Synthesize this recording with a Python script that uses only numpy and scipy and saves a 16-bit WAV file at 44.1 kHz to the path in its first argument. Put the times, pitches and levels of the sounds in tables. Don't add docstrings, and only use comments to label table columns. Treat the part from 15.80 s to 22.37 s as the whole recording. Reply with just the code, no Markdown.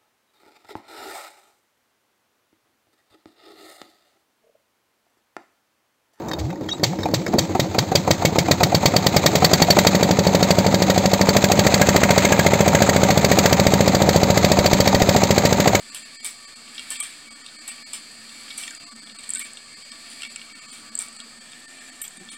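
import sys
import numpy as np
from scipy import signal
from scipy.fft import rfft, irfft, next_fast_len
from scipy.io import wavfile
from scipy.ndimage import uniform_filter1d, map_coordinates

SR = 44100
rng = np.random.default_rng(int(sys.argv[2]) if len(sys.argv) > 2 else 0)


def persist_wave(psi):
    counts = np.round(np.clip(psi, -1, 1) * 32767).astype(np.int16)
    wavfile.write(sys.argv[1], SR, np.atleast_2d(counts).T)


def rack_gain(trim_db):
    fader = np.asarray(trim_db, float)
    return 10 ** (fader / 20)


N = 289737
TIME = np.arange(N) / SR

POLE_LEVELS = [-5.5, 0, -6]
# (frequency [Hz], width [Hz], level [dB])
CAN_MODES = [(4190, 220, -3), (4440, 260, 0), (4760, 170, 1.3), (4960, 250, -7)]
# (shaft order [per turn], level [dB])
GEAR_ORDERS = [(3, 2), (4, -6), (6, -10), (7, -5), (8, -3), (9, -8), (10, -6), (14, -2), (16, -2), (19, -4),
               (20, -4), (21, 0), (22, -2), (23, -1), (24, -4), (27, -5), (28, -5), (33, -5)]
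# (frequency [Hz], width [Hz], level [dB])
GEAR_HUM = [(690, 8, -6), (1152, 6, 4), (1250, 14, -5), (1690, 12, -3), (1807, 9, 2), (2102, 8, -2),
            (2256, 11, 4), (2557, 10, -1), (2720, 12, -3), (3200, 14, -3)]
# (frequency [Hz], width [Hz], level [dB])
SIDE_HUM = [(725, 18, 1), (1172, 15, 3), (1695, 14, 5), (1770, 23, 8), (1812, 20, 11), (2160, 20, -12),
            (2350, 26, 3.5), (2600, 16, -3)]
# (time [s], level [dB])
FACING = [(0, -48), (2.8, -48), (5.5, -49), (5.95, -55), (6.57, -53)]
# (swings [per cam turn], depth [turns/s], fastest at [s])
CAM_SWINGS = [(1, 4.68, .884), (2, 5.35, .33), (3, .75, .28)]
# (time [s], speed change [turns/s])
BALL_LOAD = [(0, -.5), (.65, .7), (1.08, -1.8), (1.8, 1.2), (2.05, .2), (2.5, .7), (3.1, .3), (3.9, -.9),
             (4.7, 1), (5.5, -.2), (6.2, 1.3), (6.57, -2.8)]
# (time [s], speed change [turns/s], length [s])
BINDS = [(.11, -1.2, .03), (.25, -1.3, .07), (.59, -1, .025), (.74, .9, .05), (.85, -1.6, .05),
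         (1.3, 1.4, .09), (1.96, -.7, .04), (2.12, 1.2, .07), (2.36, -.9, .08), (2.68, .6, .1),
         (2.95, -1.6, .04), (3.1, 1.2, .05), (3.41, .7, .04), (3.6, -.6, .14), (3.87, .5, .08),
         (4.03, -1, .06), (4.23, 1.1, .1), (4.57, -1.9, .07), (4.72, 1.3, .05), (5.07, .8, .05),
         (5.18, -.5, .05), (5.33, 1.1, .035), (5.43, -.5, .05), (5.55, .8, .03), (5.68, -.4, .08),
         (5.9, 1.5, .09), (6.15, -.4, .06), (.03, -.8, .05), (.31, -.4, .04), (1, -.35, .08),
         (1.82, .4, .05), (2.24, -.4, .04), (2.43, .4, .03), (3.2, -1, .05), (3.75, -.5, .03),
         (4.02, .6, .02), (4.1, -.5, .04), (4.5, -.5, .05), (5.8, .8, .03), (5.9, -.6, .03)]

# (time [s], level [dB])
TRAFFIC = [(0.0, -44), (0.84, -46), (1.11, -38.5), (1.28, -39), (1.41, -47), (1.65, -49), (1.92, -44.5),
           (2.4, -45), (2.78, -39), (3.0, -47), (3.29, -51.5), (3.6, -39), (3.79, -50.5), (4.4, -42),
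           (4.76, -49.5), (5.65, -50), (5.97, -44.5), (6.57, -51)]
# (time [s], level [dB])
BASE_PRESSURE = [(0, 0.5), (.3, -1.5), (.4, -8.5), (1.05, 3), (1.17, -7), (1.4, -0.5), (1.6, 1), (2, -0.5),
                 (2.75, 1), (3.05, 1), (3.55, 2), (3.8, -1.5), (4.5, -2.5), (4.9, 2.5), (5.45, 2.5),
                 (5.95, -3.5), (6.57, 1.5)]
# (frequency [Hz], width [Hz], level [dB])
BOARD_MODES = [(227, 13.6, -1.5), (305, 9, -7), (1241, 130, -8.5), (1400, 1060, -14.5)]
# (frequency [Hz], width [Hz], level [dB])
BOWL_MODES = [(1824, 188, -5.5), (2073, 93, -5.5), (2287, 164, -0.5), (2490, 240, -6.5), (2677, 85, -2.5),
              (3180, 910, -4.5), (3600, 1000, -3.5)]
# (frequency [Hz], width [Hz], level [dB])
RAIL_MODES = [(4440, 1000, 14), (7297, 57, 24.5), (7910, 32, 13), (8050, 300, -19), (7960, 600, 15.5),
              (9850, 1600, 9.5), (11550, 610, 6)]

# (time [s], peak [dB], edge level [dB], t60 [s], wood pitch [Hz])
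LANDINGS = [(0.147, -24.5, -9, 0.15, 2110), (0.446, -21, -10, 0.19, 2600), (1.104, -22.5, -10, 0.17, 2830),
            (1.203, -21.5, -8, 0.19, 3250), (1.8775, -23.5, -9.5, 0.12, 2230),
            (2.131, -23, -13, 0.15, 2450), (2.7769, -24.5, -11.5, 0.29, 2350),
            (3.5929, -26.5, -10, 0.19, 2135), (4.301, -34.5, -16, 0.17, 2200),
            (4.915, -33, -35, 0.26, 2360), (5.1897, -26, -33, 0.2, 2240), (6.2168, -23.5, -21, 0.13, 3180),
            (6.501, -33, -31.5, 0.22, 3200)]
# (first [Hz], second [Hz])
FAVOURED_PARTS = [(8683, 2740), (8166, 9238), (8161, 3165), (8543, 3160), (7978, 2665), (8150, 5190),
                  (8656, 5905), (8683, 8134), (8160, 7420), (8160, 8690), (8160, 8545), (12037, 13000),
                  (9200, 6800)]
# (frequency [Hz], width [Hz], level [dB])
STRUCK_WIRES = [(5180, 30, -13), (6035, 40, -15), (5905, 20, -12), (7200, 50, -7), (7420, 28, -2),
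                (7640, 40, -7), (7910, 40, -2), (8158, 36, 2), (8300, 1400, -13), (8370, 40, -5),
                (8545, 30, -1), (8685, 40, -2), (9030, 60, -6), (9600, 700, -13)]
# (frequency [Hz], width [Hz], level [dB])
STRUCK_FRAME = [(1150, 81, -1.5), (1234, 740, -5), (1875, 57, -0.5), (2269, 87, 6), (3180, 590, 2),
                (3960, 2800, -4.5)]
# (frequency [Hz], level [dB])
LANDING_EDGE = [(9000, 9), (10500, 18), (12500, 18), (13500, -19), (15500, -17), (16300, -30)]

# (time [s], peak [dB], pitch [Hz])
BALL_CLICKS = [(1.107, -12, 8550), (1.111, -11, 8200), (1.2186, -15, 8900), (0.4626, -4, 8200),
               (0.147, -17, 8800), (2.7796, -5.5, 8900), (2.803, -23, 8300), (1.2165, -14, 8400),
               (.9475, -18.5, 8200), (1.104, -7, 8730), (1.2015, -5.5, 8300), (2.1337, -4.5, 8200),
               (2.877, -11, 7400), (2.907, -12.5, 7300), (2.949, -12.5, 7700), (2.9646, -25, 8200),
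               (3.1621, -19, 7960), (3.387, -18, 8450), (3.393, -19, 8200), (3.4067, -20, 7970),
               (3.4343, -18, 7850), (3.4443, -22, 8200), (3.7335, -16, 7910), (3.7784, -25, 8400),
               (4.4494, -18, 8060), (4.464, -22, 8600), (5.062, -20, 7960), (5.2836, -16, 8070),
               (5.3277, -19, 8000), (5.364, -19.5, 8300), (6.2163, -8.5, 9080), (6.279, -12, 7640),
               (6.307, -22, 8200), (6.371, -19.5, 8700),
               (3.4917, -4, 8560), (3.5037, 0, 8000), (3.508, -10, 8850), (3.5356, -0.5, 8200),
           (3.549, -2, 8020), (3.556, -2, 8300), (3.5714, -10, 8400), (3.5818, -9, 8200),
           (3.594, -8.5, 8700), (3.609, -16, 8200), (5.153, 1, 8090), (5.176, -10, 7750),
           (5.189, 1.5, 8080), (5.2074, -9, 8200), (5.218, -7, 8200), (5.223, -7, 8230),
           (5.2334, -28, 8000)]
# (time [s], peak [dB], pitch [Hz], steel ring [dB])
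STEP_TICKS = [(0.954, -35, 3030, -50), (0.9800, -23.5, 3000, -40), (0.9941, -22.5, 2810, -13),
              (1.0094, -38, 3650, -52), (1.111, -36, 1072, -50), (1.1563, -28, 2100, -42),
              (1.6628, -31, 3780, -20), (1.686, -35.5, 3350, -50), (2.4922, -32.5, 3180, -50),
              (2.7042, -25, 2870, -40), (2.7105, -28, 3000, -40), (2.8353, -25.5, 3000, -40),
              (2.8785, -24.5, 1810, -38), (2.909, -32, 1590, -21), (2.932, -38, 1400, -50),
              (2.9495, -36.5, 1770, -50), (3.271, -37, 3350, -43), (3.296, -34, 3480, -50),
              (3.3877, -37, 3730, -40), (3.4386, -32.5, 3830, -24), (3.557, -29, 3350, -42),
              (3.553, -37, 1530, -50), (3.7709, -31, 3370, -19.5), (4.117, -32, 4520, -16.5),
              (4.4201, -25.5, 2600, -13.5), (4.4323, -21.5, 2620, -13), (4.5597, -25.5, 2430, -7.5),
              (4.9536, -37.5, 3640, -50), (5.401, -31.5, 3600, -17), (5.7186, -38, 2820, -22),
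              (5.7326, -35.5, 2480, -34), (6.4873, -34, 3300, -50)]
# (time [s], peak [dB])
STEP_NUDGES = [(0.838, -42), (0.877, -34), (1.9809, -36), (2.598, -45), (2.6803, -31), (4.156, -37),
               (4.2627, -37), (4.3281, -41), (4.4497, -26), (4.4754, -40), (4.594, -33), (4.6154, -28.5),
               (4.6996, -35), (5.277, -36), (6.5266, -53)]
# (frequency [Hz], level [dB], t60 [s])
STAIR_MODES = [(1395, -4, 0.025), (1835, -12, 0.044), (2281, -8.5, 0.1), (2770, -6, 0.044), (3257, 3, 0.02),
               (3680, 2.5, 0.024), (4175, -8.5, 0.09), (5100, 2, 0.014), (5700, 0, 0.018)]
# (time [s], peak [dB], pitch [Hz], t60 [s])
TABLE_KNOCKS = [
    (6.376, -50.5, 196.4, 0.17),
    (6.408, -41.5, 189, 0.15),
]
# (time [s], peak [dB], pitch [Hz], t60 [s])
POST_RINGS = [
    (3.552, -39.5, 1530, 0.16),
    (1.211, -39, 3160, 0.078),
    (1.113, -36, 1780, 0.11),
    (3.562, -41.5, 2250, 0.14),
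    (4.436, -37, 3400, 0.17),
    (4.4, -35, 2380, 0.098),
]

# (frequency [Hz], t60 [s])
ROOM_DECAY = [(500, 0.08), (3000, 0.25), (9000, 0.04)]
# (frequency [Hz], level [dB per Hz])
AIR_HISS = [(12, -19), (20, -13), (49, -16.5), (164, -11), (450, -13), (1070, -16), (1780, -19.5),
            (3300, -11), (4400, -15), (6290, -17), (8100, -5), (16300, -66)]
# (time [s], depth [dB], length [s])
DROPOUTS = [(0.112, -16, 0.017), (0.243, -13, 0.017), (0.383, -19, 0.031), (0.421, -14, 0.015),
            (0.666, -16, 0.019), (0.751, -16, 0.014), (1.182, -36, 0.015), (1.218, -34, 0.013),
            (1.498, -17, 0.016), (1.777, -17, 0.015), (2.049, -25, 0.03), (2.991, -15, 0.015),
            (3.054, -21, 0.022), (3.379, -30, 0.016), (3.957, -12, 0.021), (4.741, -17, 0.02),
            (4.806, -14, 0.02), (5.108, -12, 0.02), (5.381, -19, 0.013), (5.871, -16, 0.017),
            (6.0, -18, 0.014), (6.232, -32, 0.013), (6.508, -20, 0.015), (4.49, -12, 0.02)]
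SHALLOW_DROPOUTS = [1.546, 1.632, 1.804, 1.905, 3.104, 3.145, 3.211, 3.252, 3.337, 3.589, 3.638, 4.041,
                    4.11, 4.873, 4.917, 5.429, 5.599, 6.112, 6.391, 6.561]

SHAFT_HZ, CAM_S = 79.03, 1.633


def unit(x):
    return x / np.sqrt(np.mean(x ** 2) + 1e-20)


def along(points, hz):
    f, v = np.transpose(points)
    return np.interp(np.log(hz + 1), np.log(f + 1), v)


def curve(points):
    s, value = np.transpose(points)
    return np.interp(TIME, s, value)


def wobble(rate):
    coarse = TIME[::32]
    return np.interp(TIME, coarse, map_coordinates(rng.standard_normal(N // 100), [coarse * rate]))


def filtered(x, response):
    m = next_fast_len(len(x) + 8192)
    return irfft(rfft(x, m) * response(np.fft.rfftfreq(m, 1 / SR)), m)[:len(x)]


def ringing(x, modes):
    def body(f):
        total = 0
        for k, (centre, width, db) in enumerate(modes):
            damping = 1j * f * width
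            total = total + (-1) ** k * rack_gain(db) * damping / (centre * centre - f * f + damping)
        return total
    return unit(filtered(x, body))


def gritty(grit_db, rate):
    return rng.standard_normal(N) * rack_gain(grit_db * wobble(rate))


def blip(hz, t60, rise, glide=0):
    t, glide_s = TIME[:SR // 8], .001
    bent = t + glide * glide_s * (1 - np.exp(-t / glide_s))
    return np.sin(2 * np.pi * hz * bent) * rack_gain(-60 * t / t60) * (1 - np.exp(-(t / rise) ** 2))


def add(track, s, sound):
    at = track[round(s * SR):][:len(sound)]
    at += sound[:len(at)]


def shaft():
    coarse = TIME[::32]
    binds = sum(hz * np.exp(-((coarse - s) / length) ** 2) for s, hz, length in BINDS)
    drift = uniform_filter1d(curve(BALL_LOAD), size=4000)
    swing = sum(hz * np.cos(2 * np.pi * k * (TIME - s) / CAM_S) for k, hz, s in CAM_SWINGS)
    return SHAFT_HZ + np.interp(TIME, coarse, binds) + drift + swing


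def commutator(count):
    snaps = np.zeros(N)
    for k in range(47, 74):
        level = rack_gain(POLE_LEVELS[k % 3] + 1.1 * wobble(8))
        snaps += level * np.cos(2 * np.pi * k * count + np.pi / 2 * (k % 3 != 1))
    brush = rng.standard_normal(N) * (1 + .4 * np.cos(6 * np.pi * count))
    can = unit(ringing(snaps, CAN_MODES) + .1 * ringing(ringing(brush, CAN_MODES), [(4550, 1500, 0)]))
    seam_hz, seam_width_hz = 4630, 90
    can = filtered(can, lambda hz: 1 - .75 / (1 + (2 * (hz - seam_hz) / seam_width_hz) ** 2))
    return ringing(can, [(4580, 1100, 0)])


def gear_train(count, faster_hz):
    turned = np.clip((TIME - 5.45) / .5 + .5, 0, 1)
    teeth = sum(rack_gain(db + 2 * wobble(5)) * np.sin(2 * np.pi * k * count) for k, db in GEAR_ORDERS)
    teeth = rack_gain(-58 + .5 * faster_hz) * unit(teeth)
    front = rack_gain(-53.5) * (1 - .7 * turned) * ringing(rng.standard_normal(N), GEAR_HUM)
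    side = rack_gain(-54.5) * turned * ringing(rng.standard_normal(N), SIDE_HUM)
    return teeth + front + side


def motor():
    speed = shaft()
    runout = .0045 * np.cos(2 * np.pi * .09975 * np.cumsum(speed) / SR + .36)
    count = np.cumsum(speed * (1 + runout)) / SR
    faster_hz = speed - SHAFT_HZ
    whine_db = curve(FACING) + 0.23 * faster_hz + 0.77 * wobble(1.91)
    return rack_gain(whine_db) * commutator(count) + gear_train(count, faster_hz)


def rolling():
    busy_db = curve(TRAFFIC) + 50
    board_db = -55.5 + 0.33 * busy_db + curve(BASE_PRESSURE)
    bowl_db = -55 + busy_db
    rails_db = -55.5 + 1.06 * busy_db
    board = rack_gain(board_db + .8 * wobble(9)) * ringing(gritty(1.2, 40), BOARD_MODES)
    bowl = rack_gain(bowl_db + 1.53 * wobble(12)) * ringing(gritty(0.81, 150), BOWL_MODES)
    wires = ringing(ringing(gritty(2.0, 200), RAIL_MODES), [(8200, 41000, 0)])
    return board + bowl + rack_gain(rails_db + 0.95 * wobble(22.6)) * wires


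def vary(modes):
    return [(hz, width, db + 2 * rng.standard_normal()) for hz, width, db in modes]


def drops():
    out, t = np.zeros(N), TIME[:SR // 3]
    for (s, db, edge_db, t60, wood_hz), parts in zip(LANDINGS, FAVOURED_PARTS):
        bounce = uniform_filter1d(rng.standard_normal(len(t)), 40) * 40 ** .5
        chatter = rng.standard_normal((3, len(t))) * rack_gain(2.2 * bounce)
        wire_modes = vary(STRUCK_WIRES) + [(hz, 34, -0.5) for hz in parts]
        wires = unit(ringing(chatter[0], wire_modes) + 0.2 * ringing(chatter[0], RAIL_MODES))
        wood = ringing(chatter[1], vary(STRUCK_FRAME) + [(wood_hz, 50, -1)])
        frame = rack_gain(-2.5 + 0.16 * s) * wood * (1 - np.exp(-t / .004))
        edge = unit(filtered(chatter[2], lambda hz: rack_gain(along(LANDING_EDGE, hz))))
        edge = rack_gain(edge_db) * edge * rack_gain(-25 * t / t60)
        envelope = rack_gain(-60 * (t / t60) ** 1.63) * (1 + 2.3 * np.exp(-t / 0.0016))
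        add(out, s, rack_gain(db - 9.5) * (wires + frame + edge) * envelope)
    return out


def snap(db, hz):
    a, b, c = rng.uniform(size=3)
    sound = blip(hz, .005, .0008)
    sound += .3 * blip(hz * (.92 + .04 * a), .008, .0007)
    sound += .25 * blip(hz * (1.05 + .07 * b), .006, .0006)
    sound += 0.006 * blip(13000 + 2500 * c, .004, .0003)
    sound += 0.03 * blip(10200 + 2000 * a, 0.0061, 0.00034)
    sound += 0.03 * blip(3500 + 2500 * b, 0.004, 0.0004)
    echo = np.pad(sound, (round((.0022 + .0008 * c) * SR), 0))[:len(sound)]
    return rack_gain(db + 1.5) * (sound + rack_gain(-12 - 2.4 * a) * echo)


def clicks():
    out = np.zeros(N)
    steps = [(s, db, 8200 + 250 * rng.standard_normal()) for s, _, _, db in STEP_TICKS]
    for s, db, hz in BALL_CLICKS + steps:
        add(out, s, snap(db, hz))
    return out


def staircase(hz):
    out = 0
    for mode_hz, level, t60 in STAIR_MODES:
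        u, v = rng.standard_normal(2)
        level_db = -4.5 + level + 2.5 * u - 7 * abs(np.log2(mode_hz / hz))
        out = out + rack_gain(level_db) * np.sign(v) * blip(mode_hz * (1 + v / 100), t60, .0015)
    return out


def ticks():
    out, t = np.zeros(N), TIME[:SR // 8]
    rows = [(s, db, hz, 2 if hz < 3060 else -20) for s, db, hz, _ in STEP_TICKS]
    rows += [(s, db, 2205, -2) for s, db in STEP_NUDGES]
    for s, db, hz, bright_db in rows:
        crack = rng.standard_normal(len(t))
        for _ in range(3):
            crack = ringing(crack, [(3000, 1560, 0)])
        crack = crack * rack_gain(-60 * t / .02) * (1 - np.exp(-t / .0004))
        pitched = blip(hz, .016 * max(1, 2200 / hz) ** 2, .0004, glide=.3)
        bright = blip(4900 + 300 * rng.uniform(), .005, .0005)
        tick = .4 * crack + .85 * pitched + staircase(hz) + rack_gain(bright_db + 2) * bright
        add(out, s, rack_gain(db + 0.5) * tick)
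    return out


def bumps():
    out = np.zeros(N)
    for s, db, hz, t60 in TABLE_KNOCKS:
        knock = blip(hz, t60, .003) + .6 * blip(1.9 * hz, t60, .002) + .3 * blip(4.05 * hz, 1.5 * t60, .003)
        add(out, s, rack_gain(db + 1.5) * knock)
    for s, db, hz, t60 in POST_RINGS:
        add(out, s, rack_gain(db) * blip(hz, t60, .003))
    return out


def room(x):
    hz, t, z = signal.stft(rng.standard_normal(SR // 3), SR, nperseg=256)
    decay = rack_gain(-60 * t / along(ROOM_DECAY, hz)[:, None])
    tail = signal.istft(z * decay, SR, nperseg=256)[1]
    return signal.fftconvolve(np.pad(x, (130, 0)), tail / np.linalg.norm(tail))[:N]


def hiss():
    air = unit(filtered(rng.standard_normal(N), lambda hz: rack_gain(along(AIR_HISS, hz))))
    whistle = ringing(rng.standard_normal(N), [(11400, 730, -4), (14000, 1500, -16), (15400, 790, -28)])
    return rack_gain(-48.0) * air + rack_gain(-83.0) * whistle


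def scene():
    hits = clicks() + ticks() + bumps()
    mix = motor() + rolling() + drops() + hits + rack_gain(-14) * room(hits) + hiss()
    return mix[None]


def thrifty(x, keep_db, lift_db, fill_db):
    z = signal.stft(x, nperseg=1536, noverlap=1152)[2]
    size = np.abs(z) / (uniform_filter1d(np.abs(z), 80, 0) + 1e-9) ** .66
    over = (size / (rack_gain(keep_db) * size.max(0) + 1e-9)) ** 24
    strong = signal.istft(z * over / (1 + over), nperseg=1536, noverlap=1152)[1][:N]
    hole_db, near = np.zeros(N), np.zeros(N)
    for s, db, length in DROPOUTS + [(s, -11, .017) for s in SHALLOW_DROPOUTS]:
        hole_db += 1.12 * db * np.interp((TIME - s) / length, [-.75, -.15, .2, .6], [0, 1, 1, 0])
        near += np.exp(-((TIME - s) / (.01 + length)) ** 2)
    return rack_gain(lift_db * np.minimum(near, 1)) * strong + rack_gain(fill_db + hole_db) * (x - strong)


def low_pass(x):
    return signal.sosfilt(signal.butter(12, 16480, fs=SR, output="sos"), x)


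def record(dry):
    thinned = thrifty(dry[0], keep_db=-6.5, lift_db=3.5, fill_db=-2)
    limited = filtered(thinned, lambda hz: hz < 16250)
    return low_pass(limited[None] - .0006)


dry = scene()
out = record(dry)
persist_wave(out)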